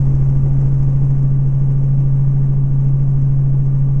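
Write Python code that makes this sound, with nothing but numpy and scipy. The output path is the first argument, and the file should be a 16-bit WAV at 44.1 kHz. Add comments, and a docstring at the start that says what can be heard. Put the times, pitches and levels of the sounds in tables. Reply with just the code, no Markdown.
"""Inside a helicopter over the sea

The tail rotor drones on one strong low note. Under it the main rotor's blades thump rapidly,
each one pushing on the cabin and making it boom. The slipstream, the air streaming past, roars
and flutters with a thin hiss; it buffets harder for the first second, then settles.
The gears in the gearbox whine faintly."""
import sys
import numpy as np
from scipy import signal
from scipy.fft import rfft, irfft
from scipy.io import wavfile

SR = 44100
rng = np.random.default_rng(int(sys.argv[2]) if len(sys.argv) > 2 else 0)


def unload_audio(sound):
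    """Save the sound as a 16-bit wav file, at the path given as the first command line argument."""
    columns = np.transpose(np.atleast_2d(sound))
    # keep every value between -1 and 1, then stretch to whole-number steps
    steps = np.round(np.clip(columns, -1, 1) * 32767)
    wavfile.write(sys.argv[1], SR, steps.astype(np.int16))


N = 176400
TIME = np.arange(N) / SR
TAIL_HZ, BLADE_HZ, FIRST_BLADE_S = 136.14, 13.614, .0698
# How many dB each sound rises when the gust rises by 1 dB.
BOOM_FOLLOWS, ROAR_FOLLOWS, RUSH_FOLLOWS, HISS_FOLLOWS = 2.8, .65, .7, 1.25

# The tones in the tail rotor's drone. Each row: multiple of TAIL_HZ, average level in dB.
DRONE_TONES = [(1, -14), (2, -42), (3, -53)]
# The tones that add up to a blade's thump. Each row: multiple of BLADE_HZ, level in dB.
THUMP_TONES = [(1, -20), (2, -34.5), (3, -38), (6, -51), (7, -48.5), (8, -50.5), (9, -51.5), (11, -37),
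               (12, -47.5), (14, -40), (15, -49), (17, -58), (18, -51.5)]
# The cabin's ringing notes. Each row: pitch in Hz, strength of a blow in dB, seconds to fade by 60 dB.
CABIN_NOTES = [(53.5, -25.5, .26), (244.5, -37.5, .25)]
# The strength of the slipstream. Each row: time in seconds, strength in dB.
GUST_CURVE = [(0, 4), (.17, 4), (.55, 3), (.8, 3.5), (1.1, 2.04), (1.4, 1), (2.0, 1), (2.7, 0.94), (3.2, 1),
              (4, 0.4)]
# The air's four noises, from low to high. Each row: frequency in Hz, relative level in dB.
ROAR_SPECTRUM = [(15, 0), (40, -3.5), (85, -2), (125, 4), (175, -3), (250, -2.5), (310, -7.5), (390, -10.5),
                 (480, -14.5), (545, -14.5), (620, -20), (820, -21.5), (1040, -26), (1210, -28.5),
                 (1300, -35.5), (2500, -57)]
RUSH_SPECTRUM = [(400, -8.5), (900, 3), (1270, -5.5), (1450, 0.5), (1750, -3.5), (2000, -4), (2200, -6.5),
                 (2600, -8.5), (3100, -13.5), (3700, -20), (4300, -28.5), (8000, -48.5)]
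HISS_SPECTRUM = [(2500, -14.5), (4300, -18), (4750, -8.5), (5300, -3), (6250, -0.5), (7500, -5),
                 (9000, -12), (11000, -24), (15500, -35.5)]
SIZZLE_SPECTRUM = [(4000, -20.5), (7000, -5), (9000, -0.5), (11000, -2.5), (12500, -7), (15500, -11)]
# How wide the air sounds. Each row: frequency in Hz, left-right difference against the shared part in dB.
STEREO_WIDTH = [(60, -29), (240, -38), (480, -32.5), (950, -39), (1890, -19), (3770, -4.5), (6300, -6.5),
                (9000, -2.5), (15000, -4.5)]
# Brief swells of the roar and of the hiss. Each row: time of the peak in seconds, level change in dB.
ROAR_BUFFETS = [(.47, 3), (.625, 4), (1.04, 3), (1.265, 2)]
HISS_SPURTS = [(.138, 1), (0.297, 1.5), (.618, 4.5), (0.745, 6), (.83, 5), (0.902, 2), (1.049, 6),
               (1.108, 5), (1.193, 4.5), (1.231, 3.5), (1.487, -0.5), (1.721, 5.5), (1.82, 1), (3.168, -1),
               (3.222, 5), (3.376, 0.5), (3.659, 7)]
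# The whine of the gears. Each row: pitch in Hz, average level in dB.
GEAR_TONES = [(614, -64), (1093, -69), (1164, -62.5), (1210, -70.5), (1302, -72)]


def tail_rotor(wavers_per_s=11):
    """The tail rotor makes a nearly pure drone that wavers in the disturbed air."""
    phase = 2 * np.pi * TAIL_HZ * (TIME - FIRST_BLADE_S) + .03 * drift(wavers_per_s)
    waver_db = .36 * drift(wavers_per_s)
    return sum(np.sqrt(2) * from_db(db + k * waver_db) * np.cos(k * phase) for k, db in DRONE_TONES)


def main_rotor(lag_rad=.58, smear_rad=.011):
    """Each passing blade sends a sharp push of air, a little smeared by the hull."""
    phase = 2 * np.pi * BLADE_HZ * (TIME - FIRST_BLADE_S)
    return sum(np.sqrt(2) * from_db(db) * np.cos(k * phase - lag_rad - smear_rad * k * k)
               for k, db in THUMP_TONES)


def cabin_boom(gust_db, lead_s=.0042):
    """Each blade strikes the cabin like a drum, and it booms louder in a gust."""
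    blow_times = FIRST_BLADE_S - lead_s + np.arange(-1, N / SR * BLADE_HZ) / BLADE_HZ
    boom = np.zeros(N)
    for hz, db, fade_s in CABIN_NOTES:
        blows = np.zeros(N + 2 * SR)  # a spare second at each end
        blow_db = db + .51 * rng.standard_normal(len(blow_times))
        blows[((blow_times + 1) * SR).astype(int)] = from_db(blow_db)
        # This filter turns each blow into a fading note.
        decay, step = np.exp(-np.log(1000) / (fade_s * SR)), 2 * np.pi * hz / SR
        ring = signal.lfilter([0, np.sin(step)], [1, -2 * decay * np.cos(step), decay ** 2], blows + 1e-18)
        follows = BOOM_FOLLOWS if hz < TAIL_HZ else ROAR_FOLLOWS
        boom += ring[SR:SR + N] * from_db(follows * gust_db)
    return boom


def slipstream(gust_db, thump, drone, pump_lag_s=.0076, swish_lead_s=.016):
    """Churning air makes four noises that flutter together; the rotors' pressure pumps rush and hiss."""
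    pump = np.interp(TIME - pump_lag_s, TIME, thump / thump.std()) + .22 * drone / drone.std()
    flutter = drift(240)
    flow_db = gust_db + .51 * drift(9)
    buffet_db = bumps(ROAR_BUFFETS, width_s=.018)
    spurt_db = bumps(HISS_SPURTS, width_s=.0045)
    roar_db = -31 + ROAR_FOLLOWS * flow_db + .74 * flutter + buffet_db
    roar = air_noise(ROAR_SPECTRUM) * from_db(roar_db)
    rush_db = -56.5 + RUSH_FOLLOWS * flow_db + 1.48 * flutter + .52 * pump + .4 * spurt_db
    rush = air_noise(RUSH_SPECTRUM) * from_db(rush_db)
    hiss_db = -68 + HISS_FOLLOWS * flow_db + 1.56 * flutter + .8 * pump + spurt_db
    hiss = air_noise(HISS_SPECTRUM) * from_db(hiss_db + 1.5 * drift(300))  # fast drift adds crackle
    # The faint, bright sizzle swells just ahead of each blade.
    swish_db = 4.5 * np.cos(2 * np.pi * BLADE_HZ * (TIME - FIRST_BLADE_S + swish_lead_s))
    sizzle = air_noise(SIZZLE_SPECTRUM) * from_db(-78.5 + swish_db + 1.56 * flutter)
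    return roar + rush + hiss + sizzle


def gearbox(flicker_db=3, wander_hz=5):
    """Gear teeth meet and make faint tones, unsteady in level and pitch."""
    whine = np.zeros(N)
    for hz, db in GEAR_TONES:
        gain = from_db(db + flicker_db * drift(18))
        pitch_hz = hz + wander_hz * drift(11)
        whine += np.sqrt(2) * gain * np.sin(2 * np.pi * np.cumsum(pitch_hz) / SR)
    return whine


def air_noise(spectrum):
    """Stereo noise shaped by a spectrum, with the bass nearly the same in both ears."""
    hz = np.fft.rfftfreq(N, 1 / SR)
    shared, difference = rfft(rng.standard_normal((2, N)))
    stereo = shared + gain_at(STEREO_WIDTH, hz) * difference * [[1], [-1]]
    roll_off = 1 / (1 + (hz / spectrum[-1][0]) ** 8)  # fades away past the last row
    noise = irfft(roll_off * gain_at(spectrum, hz) * stereo, N)
    return noise / noise.std()


def drift(rate):
    """A smooth random wobble, about 1 in size, that changes about rate times a second."""
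    hz = np.fft.rfftfreq(N, 1 / SR)
    wobble = irfft(rfft(rng.standard_normal(N)) / (1 + (hz / rate) ** 2), N)
    return (wobble - wobble.mean()) / wobble.std()


def bumps(rows, width_s):
    """Brief bell-shaped changes of level, in dB."""
    return sum(db * np.exp(-.5 * ((TIME - peak_s) / width_s) ** 2) for peak_s, db in rows)


def gain_at(rows, hz):
    """Read between the rows of a spectrum to get the gain at each frequency."""
    row_hz, row_db = np.transpose(rows)
    return from_db(np.interp(np.log(np.maximum(hz, 1)), np.log(row_hz), row_db))


def from_db(db):
    """Turn decibels into a gain, the number to multiply a sound by."""
    return 10 ** (np.asarray(db) / 20)


def scene(left_over_right_db=.27):
    """Rotors and gears sit near the centre, with the air all around."""
    gust_db = np.interp(TIME, *np.transpose(GUST_CURVE))
    thump = main_rotor() + cabin_boom(gust_db)
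    drone = tail_rotor()
    balance = from_db([[left_over_right_db / 2], [-left_over_right_db / 2]])
    machine = (thump + drone + gearbox()) * balance
    return machine + slipstream(gust_db, thump, drone)


def record(dry, offset=.04, fade_in_s=.004, cutoff_hz=15700):
    """Lift the wave a little above zero, fade it in quickly and cut off the highest treble."""
    fade_in = np.sin(np.pi / 2 * np.minimum(TIME / fade_in_s, 1)) ** 2
    treble_cut = signal.cheby2(12, 50, cutoff_hz, fs=SR, output="sos")
    return signal.sosfilt(treble_cut, (dry + offset) * fade_in)


dry = scene()
out = record(dry)
unload_audio(out)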